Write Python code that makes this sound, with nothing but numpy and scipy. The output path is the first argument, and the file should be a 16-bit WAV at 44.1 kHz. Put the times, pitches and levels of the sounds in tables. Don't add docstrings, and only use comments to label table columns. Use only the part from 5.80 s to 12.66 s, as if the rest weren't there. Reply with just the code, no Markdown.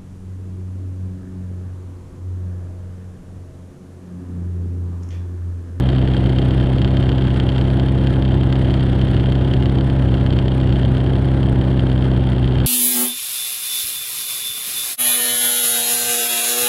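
import sys
import numpy as np
from scipy import signal
from scipy.fft import rfft, irfft
from scipy.io import wavfile
from scipy.ndimage import uniform_filter1d

SR = 44100
rng = np.random.default_rng(int(sys.argv[2]) if len(sys.argv) > 2 else 0)


def store_wav(level_fs):
    pcm = np.round(np.clip(np.atleast_2d(level_fs), -1, 1) * 32767)
    wavfile.write(sys.argv[1], SR, pcm.T.astype(np.int16))


def natural_amplitude(level_db):
    exponent = np.asarray(level_db, float) / 20
    return 10 ** exponent


N = 302570


def band(x, hz, width):
    return signal.lfilter(*signal.iirpeak(hz, hz / width, fs=SR), x)


def level(x, db):
    return x * natural_amplitude(db) / np.sqrt(np.mean(x ** 2))


def drift(hold):
    held = rng.standard_normal(N // hold + 1).repeat(hold)
    return uniform_filter1d(held, size=hold)[:N]


def blows(angle, at_turns, size):
    out = np.zeros(N + 1)
    np.add.at(out, np.searchsorted(angle, at_turns), size)
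    out[0] = 0
    return out[:N]


def bursts(impulses, fade_s):
    fade = signal.lfilter([1], [1, -np.exp(-1 / (fade_s * SR))], impulses)
    return fade * rng.standard_normal(N)


# (time [s], speed [crank turns/s])
IDLE_SPEED = [(0, 32.349), (.69, 32.459), (1.34, 32.897), (1.48, 32.355), (2.16, 33.023), (3.13, 32.666),
              (3.29, 32.314), (4.07, 33.292), (4.29, 32.541), (4.99, 32.407), (5.54, 33.099),
              (5.72, 32.634), (6.86, 31.766)]
START_ANGLE_TURNS = -.087
UNEVEN_TURNS, UNEVEN_PER_S = .008, 16


def crank():
    speed = np.interp(np.arange(N) / SR, *np.transpose(IDLE_SPEED))
    uneven = drift(int(SR / UNEVEN_PER_S))
    return START_ANGLE_TURNS + np.cumsum(speed) / SR + UNEVEN_TURNS * uneven


# (crank angle [turns], width [turns],
# depth [dB], second cylinder late by [turns], second cylinder deeper by [dB])
GULPS = [(0.2, 0.036, -4.7, 0, 0.3), (0.294, 0.038, -19, 0.0052, -2.5), (0.41, 0.028, -10.5, 0.016, 1.2)]
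GULP_SCATTER_TURNS, GULP_SCATTER_DB = 0.0049, 1.0


def gulps(angle):
    out = np.zeros(N)
    halves = int(2 * angle[-1]) + 2
    for at, width, db, late, second_db in GULPS:
        half = np.floor(2 * (angle - at) + .5)
        chance = rng.standard_normal((halves, 2))[np.clip(half, 0, None).astype(int)]
        second = half % 2
        centre = at + half / 2 + late * second + GULP_SCATTER_TURNS * chance[:, 0]
        depth = natural_amplitude(db + second_db * second + GULP_SCATTER_DB * chance[:, 1])
        out -= depth * np.exp(-.5 * ((angle - centre) / width) ** 2)
    return out - out.mean()


# (frequency [Hz], width [Hz], rms level [dB])
PIPE = [(110.6, 49.7, -22), (265.5, 36, -37), (367.8, 43, -34)]
# (time [s], strength before the mean is taken off [relative])
FULL_BURNS = [(.237, 1.6), (.453, 1.5), (.469, 2.0), (.577, 1.6), (1.007, 2.2), (1.053, 1.6), (1.19, 1.9),
              (1.573, 1.8), (1.681, 1.7), (1.956, 1.9), (2.898, 1.8), (3.235, 1.6), (3.359, 2.2),
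              (3.405, 1.6), (3.421, 1.6), (3.62, 1.8), (3.727, 1.6), (3.818, 1.8), (3.863, 1.6),
              (3.999, 1.6), (4.241, 1.9), (4.333, 1.8), (4.348, 1.5), (4.425, 1.6), (4.579, 1.8),
              (4.918, 1.8), (4.933, 1.6), (5.042, 2.1), (5.348, 1.9), (5.424, 1.5), (5.651, 1.8),
              (5.712, 1.6), (5.804, 1.6), (5.865, 1.6), (5.881, 1.5), (6.376, 1.5), (6.516, 1.5)]
WEAK_BURN_RANGE = (-1.4, 0.14)
BURN_ANGLE_TURNS, BURN_SCATTER_TURNS, SECOND_BURN_DB = .588, 0.0094, 0.5
FAIR_CHANCE_PER_TURN = .075


def burns(angle):
    half = np.arange(-1, int(2 * angle[-1]) + 1)
    chance = rng.uniform(0, 1, (len(half), 3))
    low, high = WEAK_BURN_RANGE
    strength = low + (high - low) * chance[:, 0] ** 2
    full_s, full = np.transpose(FULL_BURNS)
    full_angle = angle[(full_s * SR).astype(int)]
    strength[np.round(2 * (full_angle - BURN_ANGLE_TURNS)).astype(int) + 1] = full
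    fair_low, fair_high = .8, 1.4
    waited = [0, 0]
    for k in range(len(half)):
        cylinder = k % 2
        if strength[k] < fair_low and chance[k, 2] < FAIR_CHANCE_PER_TURN * waited[cylinder]:
            strength[k] = fair_low + (fair_high - fair_low) * chance[k, 0]
        waited[cylinder] = 1 if strength[k] >= fair_low else waited[cylinder] + 1
    strength = (strength - strength.mean()) * natural_amplitude(SECOND_BURN_DB * (half % 2))
    at = BURN_ANGLE_TURNS + half / 2 + BURN_SCATTER_TURNS * chance[:, 1]
    push = blows(angle, at, strength)
    return sum(level(band(band(push, hz, width), hz, width), db) for hz, width, db in PIPE)


# (time [s], level [dB])
LOOSENESS = [(0, -1), (.8, -0.5), (1.6, -1), (2.4, -2), (3.2, 0), (4.1, -3), (4.8, -2), (5.6, -3.5),
             (6.3, -3.5), (6.86, -1.5)]
# (time [s], blow level before the ringing [dB])
CLANKS = [(0.0553, -30), (0.0879, -21), (0.1204, -30), (0.149, -29), (0.162, -26.5), (0.182, -25.5),
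          (0.2134, -27), (0.2738, -24), (0.315, -35), (0.3164, -30), (0.3351, -25), (0.3656, -22.5),
          (0.4584, -24.5), (0.4928, -23), (0.5227, -32), (0.5646, -31), (0.5843, -19), (0.6162, -25.5),
          (0.658, -28), (0.687, -30), (0.7066, -23), (0.734, -35), (0.777, -31), (0.7983, -26),
          (0.826, -27), (0.8579, -30), (0.8714, -33), (0.8919, -33), (0.9183, -31), (0.9328, -28),
          (0.963, -31), (0.982, -25), (1.016, -20), (1.045, -21), (1.0753, -24.5), (1.105, -28),
          (1.1333, -33), (1.1494, -32), (1.1687, -21), (1.1977, -32), (1.2092, -31), (1.2253, -23.5),
          (1.256, -31), (1.2905, -19), (1.3166, -25), (1.3807, -23), (1.4092, -29), (1.4401, -30),
          (1.4693, -25), (1.503, -27), (1.5425, -40), (1.56, -25), (1.5983, -17.5), (1.6268, -36),
          (1.6891, -20), (1.719, -27), (1.747, -31), (1.7609, -25), (1.7799, -21), (1.811, -23),
          (1.8402, -34), (1.8508, -32), (1.8811, -30), (1.881, -31), (1.901, -25), (1.933, -32),
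          (1.9959, -21), (2.0335, -35), (2.0837, -24), (2.1478, -34), (2.176, -27), (2.236, -33),
          (2.2697, -19.5), (2.3042, -33), (2.3262, -31), (2.3372, -30), (2.357, -34), (2.4219, -23.5),
          (2.4499, -26), (2.4773, -29), (2.5064, -29), (2.541, -26), (2.5714, -36), (2.611, -29),
          (2.632, -24), (2.6643, -37), (2.7024, -34), (2.7247, -18.5), (2.7542, -25), (2.7931, -35),
          (2.813, -28), (2.845, -28), (2.873, -30), (2.8863, -31), (2.905, -23.5), (2.9387, -21),
          (2.9776, -37), (2.9941, -28), (3.027, -25), (3.057, -36), (3.0889, -35), (3.1178, -35),
          (3.13, -27.5), (3.1772, -35), (3.1921, -31), (3.2131, -20.5), (3.2405, -31), (3.269, -29),
          (3.3018, -31), (3.3134, -29), (3.3325, -28), (3.345, -26), (3.3648, -23.5), (3.3966, -25),
          (3.4381, -30), (3.457, -26), (3.486, -30), (3.5004, -27), (3.5205, -21.5), (3.552, -23.5),
          (3.5922, -39), (3.61, -30), (3.646, -26), (3.674, -32), (3.7135, -31), (3.7357, -19),
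          (3.765, -31), (3.8062, -31), (3.8232, -23.5), (3.8561, -21.5), (3.8958, -23.5), (3.9527, -37),
          (3.984, -25), (4.0078, -24.5), (4.0978, -25), (4.1914, -38), (4.2213, -30), (4.3096, -45),
          (4.34, -24), (4.3692, -30), (4.4277, -33), (4.4618, -21), (4.5037, -25), (4.525, -24.5),
          (4.5677, -29), (4.587, -20), (4.658, -32), (4.6578, -31), (4.6805, -21), (4.7164, -30),
          (4.778, -31), (4.8, -26), (4.8314, -30), (4.8589, -36), (4.8725, -29), (4.8916, -25),
          (4.9236, -22.5), (4.9567, -27), (4.9955, -36), (5.013, -30), (5.0303, -26.5), (5.0484, -23.5),
          (5.0784, -32), (5.149, -33), (5.168, -25), (5.1804, -32), (5.202, -28), (5.243, -31),
          (5.2615, -28), (5.2939, -29.5), (5.3333, -30), (5.3532, -26), (5.3827, -31), (5.444, -29.5),
          (5.5368, -36), (5.6063, -34.5), (5.6286, -25), (5.657, -30), (5.685, -30), (5.7603, -32),
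          (5.8114, -26.5), (5.8396, -28.5), (5.903, -31), (5.9743, -31), (5.9928, -22), (6.0676, -29),
          (6.097, -28), (6.1155, -25), (6.1585, -30), (6.1767, -26), (6.207, -31), (6.2228, -25.5),
          (6.2417, -28), (6.2827, -33), (6.3143, -26.5), (6.334, -31), (6.3627, -28), (6.3934, -31),
          (6.4375, -30.5), (6.4708, -30), (6.488, -27), (6.5178, -24.5), (6.549, -32), (6.564, -31),
          (6.581, -27), (6.6273, -27), (6.6418, -24.5), (6.675, -24.5), (6.708, -31), (6.7221, -28),
          (6.754, -27), (6.7835, -25), (6.8008, -23), (6.8334, -31), (6.8486, -26)]
# (time [s], crank angle [turns], angle scatter [turns], level scatter [dB])
SLAP_ANGLE = [(0, 0.64, 0.056, -12), (1.2, 0.72, 0.043, 5), (2.6, .84, 0.063, -2), (3.6, 0.74, 0.043, 19),
              (4.8, 0.58, 0.075, -1), (5.601, .8, .035, 6), (6.101, 0.53, 0.018, 10),
              (6.86, 0.5, 0.023, 11)]
SLAP_DB, SLAP_DB_PER_TURN, SLAP_TOP_DB = -41.5, 18, -31.5


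def slaps(angle):
    t = np.arange(N) / SR
    turn = np.arange(int(angle[-1]) + 1)
    chance = rng.standard_normal((len(turn), 2))
    at_s, *columns = np.transpose(SLAP_ANGLE)
    turn_s = np.interp(turn, angle, t)
    usual, scatter, scatter_db = (np.interp(turn_s, at_s, column) for column in columns)
    late = scatter * chance[:, 0]
    slap_s = np.interp(turn + usual + late, angle, t)
    loose_db = np.interp(slap_s, *np.transpose(LOOSENESS))
    slap_db = SLAP_DB + SLAP_DB_PER_TURN * late + scatter_db * chance[:, 1] + loose_db
    slap_db = np.minimum(slap_db, SLAP_TOP_DB)
    clank_s, clank_db = np.transpose(CLANKS)
    free = np.abs(slap_s[:, None] - clank_s).min(axis=1) > .009
    return np.r_[clank_s, slap_s[free]], np.r_[clank_db, slap_db[free]]


# (frequency [Hz], width [Hz], level before the ringing gain [dB])
METAL = [(1640, 1050, -7.5), (2217, 25, -14), (2390, 100, -18), (2884, 274, -8), (3134, 149, -4),
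         (3496, 615, -11), (4430, 366, -8.5), (5200, 1300, -34.5), (7370, 600, -25.5), (9500, 1500, -41.5),
         (12220, 470, -40)]
# (crank angle [turns], angle scatter [turns], level [dB], level scatter [dB])
RATTLE = [(.7, .06, -40, 4), (0.14, .02, -40, 4), (0.085, .008, -36, 3), (0.2, .012, -32.5, 3.5),
          (.5, 0.02, -43, 4)]
SHIVER_DB, SHIVER_SWELL_DB, SHIVER_ANGLE_TURNS = -55, 2.2, -.02
BLOW_LATE_S = 0.001402
RISE_DB, RISE_S, RISE_HZ, RISE_WIDTH_HZ = -23, 0.003, 3135, 900
JANGLE_DB, BRIGHT_JANGLE_DB, JANGLE_FADE_S = -26, -27, 0.002
TONE_DB, TONE_WIDTH_HZ = 2, 213
BRIGHT_FROM_HZ, HARD_BLOW_DB = 4000, -16
RINGING_GAIN_DB = 30.0


def only_strong(hits):
    return hits * (np.abs(hits) > 8 * natural_amplitude(SHIVER_DB))


def jangle(hits, db):
    return hits + natural_amplitude(db) * bursts(only_strong(hits), JANGLE_FADE_S)


def metal(angle):
    t = np.arange(N) / SR
    turn = np.arange(int(angle[-1]) + 1)
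    shiver_db = SHIVER_DB + SHIVER_SWELL_DB * np.cos(2 * np.pi * (angle - SHIVER_ANGLE_TURNS))
    knocks = natural_amplitude(shiver_db) * rng.standard_normal(N)
    for at, scatter, db, scatter_db in RATTLE:
        chance = rng.standard_normal((len(turn), 2))
        size = natural_amplitude(db + scatter_db * chance[:, 1])
        knocks = knocks + blows(angle, turn + at + scatter * chance[:, 0], size)
    blow_s, blow_db = slaps(angle)
    clanks = blows(t, blow_s + BLOW_LATE_S, natural_amplitude(blow_db))
    hits = clanks + knocks * natural_amplitude(np.interp(t, *np.transpose(LOOSENESS)))
    backward = only_strong(hits)[::-1]
    rising_noise = bursts(backward, RISE_S)[::-1]
    rise = natural_amplitude(RISE_DB) * band(rising_noise, RISE_HZ, RISE_WIDTH_HZ)
    rise = rise + natural_amplitude(TONE_DB) * band(backward, RISE_HZ, TONE_WIDTH_HZ)[::-1]
    hard = hits * (np.abs(hits) / natural_amplitude(HARD_BLOW_DB)) ** 0.3
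    dull = jangle(hits, JANGLE_DB) + rise
    bright = jangle(hard, BRIGHT_JANGLE_DB)
    out = 0
    for k, (hz, width, db) in enumerate(METAL):
        shove = dull if hz < BRIGHT_FROM_HZ else bright
        ring = band(band(band(shove, hz, width), hz, 2.34 * width), hz, 4 * width)
        out = out + (-1) ** k * natural_amplitude(db) * ring
    return natural_amplitude(RINGING_GAIN_DB) * out


# (frequency [Hz], width [Hz], rms level before the trim [dB],
# crank angle of the puff [turns], angle scatter [turns])
SILENCER = [(331.4, 62.4, -30.5, .136, .005), (540, 90, -44, .13, .008), (550, 80, -37, .69, .008),
            (690, 34, -43.5, .12, .004), (860, 50, -44.5, .12, .004), (1016, 35, -52, .12, .004),
            (780, 200, -47, .47, .006), (780, 200, -48, .84, .006), (1600, 700, -48.5, .125, .006)]
SILENCER_TRIM_DB = -1.35
PUFFS_ALIKE, PUFF_SCATTER_DB = .9, 2.


def silencer(angle):
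    turn = np.arange(-1, int(angle[-1]) + 1)
    chance = rng.standard_normal((len(turn), 2 * len(SILENCER)))
    shared = rng.standard_normal(len(turn))
    out = 0
    for k, (hz, width, db, at, scatter) in enumerate(SILENCER):
        own = np.sqrt(1 - PUFFS_ALIKE ** 2) * chance[:, 2 * k]
        late = scatter * (PUFFS_ALIKE * shared + own)
        push = blows(angle, turn + at + late, natural_amplitude(PUFF_SCATTER_DB * chance[:, 2 * k + 1]))
        out = out + level(band(band(push, hz, width), hz, 3 * width), db)
    return natural_amplitude(SILENCER_TRIM_DB) * out


def tick(angle):
    angle_turns, scatter_turns, db, scatter_db = .075, .006, -49, 2.7
    hz, width_hz = 8860, 2200
    turn = np.arange(int(angle[-1]) + 1)
    chance = rng.standard_normal((len(turn), 2))
    size = natural_amplitude(db + scatter_db * chance[:, 1])
    hits = blows(angle, turn + angle_turns + scatter_turns * chance[:, 0], size)
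    return band(band(bursts(hits, fade_s=0.0012), hz, width_hz), hz, width_hz) * natural_amplitude(9.5)


# (frequency [Hz], relative density [dB per Hz])
ROAR = [(20, -21.5), (50, -17.5), (80, -11), (170, -12), (440, -16.5), (700, -20), (1140, -30.5),
        (1600, -30), (2400, -42.5), (4000, -45.5), (6300, -62.5), (9700, -57), (11000, -79.5), (15000, -91)]
# (from [Hz], to [Hz], swells [per turn], angle [turns], depth [dB])
ROAR_SWELL = [(20, 400, 2, 0.2, 3), (400, 650, 2, 0.23, 3), (650, 1200, 1, 0.25, 0.5),
              (1200, 2300, 1, 0.05, 1.5), (2300, 6000, 1, 0.0, 2), (6000, 16000, 1, 0.0, 1.5)]
ROAR_DB = -27.5
HISS_FROM_HZ, HISS_SCATTER_DB = 1200, 1.8


def roar(angle):
    hz = np.maximum(np.fft.rfftfreq(N, 1 / SR), 1)
    points_hz, points_db = np.transpose(ROAR)
    colour = natural_amplitude(np.interp(np.log(hz), np.log(points_hz), points_db))
    turns = np.arange(int(angle[-1]) + 2)
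    gust_db = HISS_SCATTER_DB * np.interp(angle, turns, rng.standard_normal(len(turns)))
    out = 0
    for lo_hz, hi_hz, swells, at, depth_db in ROAR_SWELL:
        inside = (hz >= lo_hz) * (hz < hi_hz)
        part = irfft(rfft(rng.standard_normal(N)) * colour * inside, N)
        swell_db = depth_db * np.cos(2 * np.pi * round(swells) * (angle - at))
        flicker_db = 0.25 * drift(400)
        out = out + part * natural_amplitude(swell_db + flicker_db + gust_db * (lo_hz >= HISS_FROM_HZ))
    return level(out, ROAR_DB)


def scene():
    angle = crank()
    engine = gulps(angle) + burns(angle) + metal(angle) + silencer(angle)
    return (engine + tick(angle) + roar(angle))[None]


def band_limit(x):
    return signal.sosfilt(signal.butter(12, 15330, fs=SR, output="sos"), x)


def record(dry):
    squeeze, bass_cut_hz, offset = .7, 7., .0035
    rounded = np.tanh(squeeze * dry) / squeeze
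    bass_cut = signal.butter(1, bass_cut_hz, "high", fs=SR, output="sos")
    finished = signal.sosfilt(bass_cut, rounded) + offset
    return band_limit(finished)


dry = scene()
out = record(dry)
store_wav(out)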